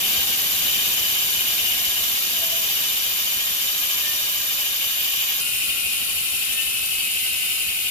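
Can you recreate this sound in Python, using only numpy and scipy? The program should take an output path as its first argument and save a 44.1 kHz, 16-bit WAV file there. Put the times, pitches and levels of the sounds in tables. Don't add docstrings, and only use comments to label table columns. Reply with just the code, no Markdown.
import sys
import numpy as np
from scipy import signal
from scipy.fft import rfft, irfft, next_fast_len
from scipy.io import wavfile
from scipy.ndimage import uniform_filter1d, map_coordinates

SR = 44100
rng = np.random.default_rng(int(sys.argv[2]) if len(sys.argv) > 2 else 0)


def pcm_store(signal):
    levels = np.round(np.clip(np.atleast_2d(signal), -1, 1) * 32767)
    wavfile.write(sys.argv[1], SR, levels.astype(np.int16).T)


N = 348390
TIME_S = np.arange(N) / SR
FFT_SIZE = next_fast_len(N + SR, real=True)
FREQ_HZ = np.fft.rfftfreq(FFT_SIZE, 1 / SR)
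LEAD_SAMPLES = SR // 200
FINE_TEETH, COARSE_TEETH = 90, 44
TICK_DB_PER_DOUBLING, AIR_DB_PER_DOUBLING, RUMBLE_DB_PER_DOUBLING = 1, 21, 13

# (time [s], tick rate [Hz])
FINE_RATE_HZ = [(0, 801), (1.4, 725.8), (2.6, 665.9), (3.8, 613), (5.42, 550)]
COARSE_RATE_HZ = [(5.38, 283.05), (6.52, 267.45), (7.9, 250.35)]
# (frequency [Hz], ratio [dB])
FINE_DROP_DB = [(600, -10), (1800, -15), (3000, -10), (13000, -0.5)]
COARSE_DROP_DB = [(300, -4), (1400, -5.5), (2800, -3), (6000, -16), (13000, 7)]
# (frequency [Hz], relative level [dB])
FINE_TICK_DB = [(100, -42), (450, -24.5), (1400, -22), (2000, -19), (2300, -11.5), (3500, -14.5),
                (5000, -15.5), (7400, -14.5), (8000, -27), (8800, -14.5), (10400, -16.5), (11500, -9),
                (13100, -12.5), (15000, -14)]
COARSE_TICK_DB = [(100, -34.5), (450, -31), (950, -35.5), (1700, -29), (2200, -17.5), (3400, -17),
                  (5000, -17.5), (6400, -24), (8000, -18), (9800, -14.5), (11800, -11.5), (13100, -22.5),
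                  (15000, -27.5)]
# (frequency [Hz], width [Hz], gain over tick colour [dB])
FINE_HUB_MODES = [(637, 15, -1.5), (1140, 170, 3), (1597, 21, 7.5), (1660, 27, 8), (1854, 17, 11.5),
                  (2490, 260, 4.5), (2867, 107, 6), (3044, 364, 11.5), (3400, 270, -1), (3646, 560, 8),
                  (3563, 52, 1), (4530, 160, 2), (4800, 490, 3.5), (5716, 210, 6), (6920, 65, -7),
                  (6910, 460, 6.5), (9900, 88, 5.5), (13170, 570, 12)]
COARSE_HUB_MODES = [(780, 260, 6.9), (1083, 52, 11), (1330, 200, 7), (1500, 100, 9.2), (1720, 88, 4.1),
                    (2066, 30, 7.2), (2500, 180, 9.9), (2816, 380, 10.1), (3034, 810, 10.1),
                    (3730, 150, 4.3), (4576, 64, 6.4), (5789, 440, 4.9), (7080, 420, 9.8), (9200, 380, 6.4),
                    (10350, 290, 4.9), (14080, 2130, 16.3)]
# (frequency [Hz], side minus mid [dB])
FINE_WIDTH_DB = [(200, 2.5), (650, 2), (2500, -.5), (7000, 0.5), (8000, 13), (8800, 2.5), (10000, 1.5),
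                 (11200, -18), (12900, -5.5), (14000, 0.5), (15000, 12)]
COARSE_WIDTH_DB = [(200, 2), (650, 4), (2800, -1.5), (3800, 3), (4700, 1), (7000, 2), (7900, 7),
                   (9200, 1.5), (10500, -4), (11900, -30), (13600, -3), (15000, 13)]
# (frequency [Hz], left minus right [dB])
FINE_PAN_DB = [(60, 1.5), (110, -3), (200, -5), (380, 5.5), (700, 7), (1290, 3), (2380, 1.5), (4400, 3.5),
               (8120, -0.5), (15000, -0.5)]
COARSE_PAN_DB = [(60, 8), (110, 8), (200, 15), (380, 4), (700, 6), (1290, 2), (2380, 5), (4400, 5),
                 (8120, 0.5), (15000, -0.5)]
# (time [s], relative level [dB])
FINE_BELL_DB = [(0.02, -29), (0.3, -30.5), (0.75, -29.5), (1.25, -30.5), (1.7, -30), (2.1, -31.5),
                (2.65, -30.5), (3.2, -31), (3.65, -31), (3.95, -31), (4.45, -31.5), (5.38, -29.5)]
COARSE_BELL_DB = [(5.43, -32), (5.65, -28.5), (6.0, -30), (6.45, -29), (6.9, -30), (7.3, -30), (7.7, -30),
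                  (7.88, -29.5)]
# (frequency [Hz], width [Hz], level [dB])
FINE_SINGING_MODES = [(597, 61, -54.5), (671.4, 13, -42), (707, 25, -49.5), (791, 30, -49), (1225, 41, -54),
                      (1570, 40, -51), (1806, 12, -39.5), (2844, 54, -41), (3043, 30, -43)]
COARSE_SINGING_MODES = [(1396, 88, -52.5), (1920, 25, -52), (2050, 45, -48), (2484, 29, -42),
                        (2870, 90, -45)]
# (frequency [Hz], width [Hz], level [dB])
SIDEBAND_MODES = [(1812, 17, -46.5), (2260, 200, -45), (2476, 100, -38.5), (2575, 70, -35),
                  (2785, 105, -35), (3054, 140, -39.5)]
# (frequency [Hz], relative density [dB])
DRAUGHT_SPECTRUM_DB = [(60, -11), (130, -5.5), (190, -3.5), (330, -6), (600, -7.5), (1200, -12.5),
                       (4000, -9.5)]
RUMBLE_SPECTRUM_DB = [(15, -40), (27, -30), (40, -12), (52, 0), (80, -2.5), (115, -9), (250, -18.5),
                      (1000, -52)]
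DRONE_SPECTRUM_DB = [(30, -30), (80, -5), (125, -3), (170, 0.5), (260, -5.5), (600, -27), (2000, -48)]
# (frequency [Hz], T60 [s])
ROOM_T60_S = [(200, 0.2), (3000, 0.74), (8000, 0.2), (15000, 0.2)]


def fine_hub():
    angle = wheel_angle(FINE_RATE_HZ, FINE_TEETH)
    force = ratchet(FINE_RATE_HZ, FINE_DROP_DB, FINE_TEETH, jitter_s=50e-6, scatter_db=0,
                    sway_db=0.2, flutter_db=0.23, bounce_s=0.0005, bounces=6)
    ticks = turning_paths(force, angle, lag_s=304.5e-6, wet_db=0, early_db=4)
    throb_db = throb(FINE_BELL_DB, angle, peak_turns=0.475, sharpness=0.89, depth_db=1.5, waver_db=0.8)
    ring = hub_ring(ticks, FINE_RATE_HZ, throb_db, FINE_TICK_DB, FINE_HUB_MODES,
                    FINE_WIDTH_DB, FINE_PAN_DB, level_db=-24, bell_db=-1)
    return ring + singing(FINE_RATE_HZ, FINE_TEETH, FINE_SINGING_MODES, roughness=1, pan_db=5)


def coarse_hub():
    angle = wheel_angle(COARSE_RATE_HZ, COARSE_TEETH)
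    force = ratchet(COARSE_RATE_HZ, COARSE_DROP_DB, COARSE_TEETH, jitter_s=20e-6, scatter_db=1,
                    sway_db=-0.3, flutter_db=0.36, bounce_s=0.002, bounces=9)
    ticks = turning_paths(force, angle, lag_s=388e-6, wet_db=6, early_db=7.5)
    throb_db = throb(COARSE_BELL_DB, angle, peak_turns=0.17, sharpness=1.3, depth_db=3.5, waver_db=0.5)
    ring = hub_ring(ticks, COARSE_RATE_HZ, throb_db, COARSE_TICK_DB, COARSE_HUB_MODES,
                    COARSE_WIDTH_DB, COARSE_PAN_DB, level_db=-26, bell_db=-3.5)
    overtones = singing(COARSE_RATE_HZ, COARSE_TEETH, COARSE_SINGING_MODES, roughness=1, pan_db=6)
    sidebands = singing(COARSE_RATE_HZ, COARSE_TEETH, SIDEBAND_MODES, roughness=0.47, pan_db=3.5,
                        below_per_turn=9)
    return ring + overtones + sidebands


def ratchet(rate, drop, teeth, jitter_s, scatter_db, sway_db, flutter_db, bounce_s, bounces):
    teeth_passed = np.cumsum(over_time(rate)) / SR
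    tooth = np.arange(1, int(teeth_passed[-1]))
    drop_s = np.interp(tooth, teeth_passed, TIME_S) + jitter_s * rng.standard_normal(len(tooth))
    sway = np.cos(4 * np.pi * tooth / teeth)
    flutter = wobble(60, drop_s)
    sizes = amp(sway_db * sway + flutter_db * flutter + scatter_db * rng.standard_normal(len(tooth)))
    delay_s = bounce_s * rng.exponential(size=(len(tooth), bounces))
    signs = rng.choice([-1, 1], delay_s.shape)
    chatter = unit_rms(pulses(drop_s[:, None] + delay_s, sizes[:, None] * signs))
    drops = unit_rms(pulses(drop_s, sizes))
    ratio = amp(over_freq(drop))
    norm = np.hypot(1, ratio)
    return filtered(drops, ratio / norm) + filtered(chatter, 1 / norm)


def hub_ring(ticks, rate, throb_db, colour, modes, width, pan, level_db, bell_db):
    modes_db = sum(db / (1 + (2 * (FREQ_HZ - hz) / width_hz) ** 2) for hz, width_hz, db in modes)
    mid, side = rfft(ticks, FFT_SIZE) * minimum_phase(amp(over_freq(colour) + modes_db))
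    spectrum = stereo(mid, side * amp(over_freq(width)), over_freq(pan))
    bell_band = 1 / (1 + ((FREQ_HZ - 2850) / 650) ** 6)
    bell = amp(bell_db) * irfft(spectrum * bell_band, FFT_SIZE)[:, :N]
    sizzle = irfft(spectrum * (1 - bell_band), FFT_SIZE)[:, :N]
    sound = amp(TICK_DB_PER_DOUBLING * speed_doublings(rate)) * sizzle + amp(throb_db) * bell
    return amp(level_db) * sound / np.std((bell + sizzle).mean(axis=0))


def throb(drift, angle, peak_turns, sharpness, depth_db, waver_db):
    drift_db = over_time(drift) - np.mean(np.transpose(drift)[1])
    return drift_db + depth_db * swell(angle, peak_turns, sharpness, per_turn=2) + waver_db * wobble(22)


def singing(rate, teeth, modes, roughness, pan_db, below_per_turn=0, overtones=13):
    wheel_hz, angle = over_time(rate) / teeth, wheel_angle(rate, teeth)
    spinning = (TIME_S >= rate[0][0]) & (TIME_S <= rate[-1][0])
    knot_s = np.linspace(0, N / SR, 400)
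    sound = np.zeros((2, N))
    for per_turn in teeth * np.arange(1, overtones + 1) - below_per_turn:
        line_hz = per_turn * wheel_hz
        shakes = rng.standard_normal((2, 2, len(knot_s)))
        starts_rad = rng.uniform(0, 2 * np.pi) + rng.normal(0, 0.7, 2)
        for hz, width_hz, db in modes:
            if not line_hz.min() - width_hz < hz < line_hz.max() + width_hz:
                continue
            near = spinning & (np.abs(line_hz - hz) < 2 * width_hz)
            gain = amp(db) * 0.5 ** ((2 * (line_hz[near] - hz) / width_hz) ** 2)
            for channel, shake, start_rad in zip(sound, shakes, starts_rad):
                cos_noise, sin_noise = (roughness * np.interp(TIME_S[near], knot_s, k) for k in shake)
                phase = per_turn * angle[near] + start_rad
                tone = (1 + cos_noise) * np.cos(phase) + sin_noise * np.sin(phase)
                channel[near] += gain * tone / np.sqrt(0.5 + roughness ** 2 / 2)
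    return sound * balance(pan_db)


def spoke_air(rate, teeth, draught, rumble, push_turns, draught_db, rumble_db):
    doublings = speed_doublings(rate)
    push = swell(wheel_angle(rate, teeth), push_turns, sharpness=3.8)
    return (amp(draught_db + AIR_DB_PER_DOUBLING * doublings + 2.4 * push) * draught
            + amp(rumble_db + RUMBLE_DB_PER_DOUBLING * doublings + 8 * push) * rumble)


def turning_paths(force, angle, lag_s, wet_db, early_db, paths=4):
    ticks = np.zeros((2, N))
    for k in range(paths):
        facing = np.maximum(0, np.cos(2 * angle + 2 * np.pi * k / paths))
        arrival = signal.oaconvolve((force * facing)[None], room_path(lag_s, wet_db, early_db), axes=1)
        ticks += arrival[:, LEAD_SAMPLES:LEAD_SAMPLES + N]
    return ticks


def room_path(lag_s, wet_db, early_db, early_t60_s=0.033, size=8192):
    hz, frame_s, noise = signal.stft(rng.standard_normal((2, size)), SR, nperseg=256)
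    decay = amp(-60 * frame_s / over_freq(ROOM_T60_S, hz)[:, None])
    tail = signal.istft(noise * decay, SR, nperseg=256)[1]
    early = rng.standard_normal(tail.shape) * amp(-60 * np.arange(size) / SR / early_t60_s)
    echoes = amp(wet_db) * tail / np.linalg.norm(tail[0])
    echoes += amp(early_db) * early / np.linalg.norm(early[0])
    direct = np.exp(-2j * np.pi * np.fft.rfftfreq(size, 1 / SR) * np.array([[0], [lag_s]]))
    left, right = direct + rfft(echoes)
    mid_side = np.array([left + right, left - right])
    mid_side /= np.sqrt(uniform_filter1d(np.abs(mid_side) ** 2, size=24, axis=1))
    return np.roll(irfft(mid_side), LEAD_SAMPLES, axis=1)


def workshop_drone(level_db=-59):
    return amp(level_db) * stereo_noise(DRONE_SPECTRUM_DB, side_db=-12, pan_db=2)


def wheel_angle(rate, teeth):
    return 2 * np.pi * np.cumsum(over_time(rate)) / SR / teeth


def speed_doublings(rate):
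    return np.log2(over_time(rate) / np.mean(np.transpose(rate)[1]))


def swell(angle, peak_turns, sharpness, per_turn=1):
    bump = np.exp(sharpness * (np.cos(per_turn * (angle - 2 * np.pi * peak_turns)) - 1))
    return bump - bump.mean()


def amp(db):
    return 10 ** (np.asarray(db) / 20)


def unit_rms(x):
    return x / np.sqrt(np.mean(x ** 2) + 1e-20)


def over_freq(table, hz=FREQ_HZ):
    knot_hz, values = np.transpose(table)
    return np.interp(np.log(hz + 1), np.log(knot_hz + 1), values)


def over_time(table):
    return np.interp(TIME_S, *np.transpose(table))


def wobble(knots_per_s, time_s=TIME_S):
    return map_coordinates(rng.standard_normal(int(N * knots_per_s / SR) + 4), [time_s * knots_per_s])


def filtered(x, response):
    return irfft(rfft(x, FFT_SIZE) * response, FFT_SIZE)[..., :N]


def minimum_phase(gain):
    cepstrum = irfft(np.log(gain), FFT_SIZE)
    cepstrum[1:FFT_SIZE // 2] *= 2
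    cepstrum[FFT_SIZE // 2 + 1:] = 0
    return np.exp(rfft(cepstrum))


def pulses(time_s, sizes, half_taps=8):
    centre = time_s.reshape(-1, 1) * SR
    taps = np.floor(centre).astype(int) + np.arange(1 - half_taps, half_taps + 1)
    shape = np.sinc(taps - centre) * np.sinc((taps - centre) / half_taps) * sizes.reshape(-1, 1)
    inside = (taps >= 0) & (taps < N)
    return np.bincount(taps[inside], shape[inside], N)


def balance(pan_db):
    return amp(np.outer([0.5, -0.5], pan_db))


def stereo(mid, side, pan_db):
    return np.array([mid + side, mid - side]) * balance(pan_db)


def stereo_noise(spectrum, side_db, pan_db):
    mid, side = filtered(rng.standard_normal((2, N)), amp(over_freq(spectrum)))
    return unit_rms(stereo(mid, side * amp(side_db), pan_db))


def scene(switch_s=5.405):
    draught = stereo_noise(DRAUGHT_SPECTRUM_DB, side_db=-12.5, pan_db=1)
    rumble = stereo_noise(RUMBLE_SPECTRUM_DB, side_db=-12, pan_db=3)
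    fine = fine_hub() + spoke_air(FINE_RATE_HZ, FINE_TEETH, draught, rumble,
                                  push_turns=0.71, draught_db=-38, rumble_db=-55.5)
    coarse = coarse_hub() + spoke_air(COARSE_RATE_HZ, COARSE_TEETH, draught, rumble,
                                      push_turns=0.64, draught_db=-42, rumble_db=-56)
    return np.where(TIME_S < switch_s, fine, coarse) + workshop_drone()


def record(dry):
    return filtered(dry, FREQ_HZ < 15300)


dry = scene()
out = record(dry)
pcm_store(out)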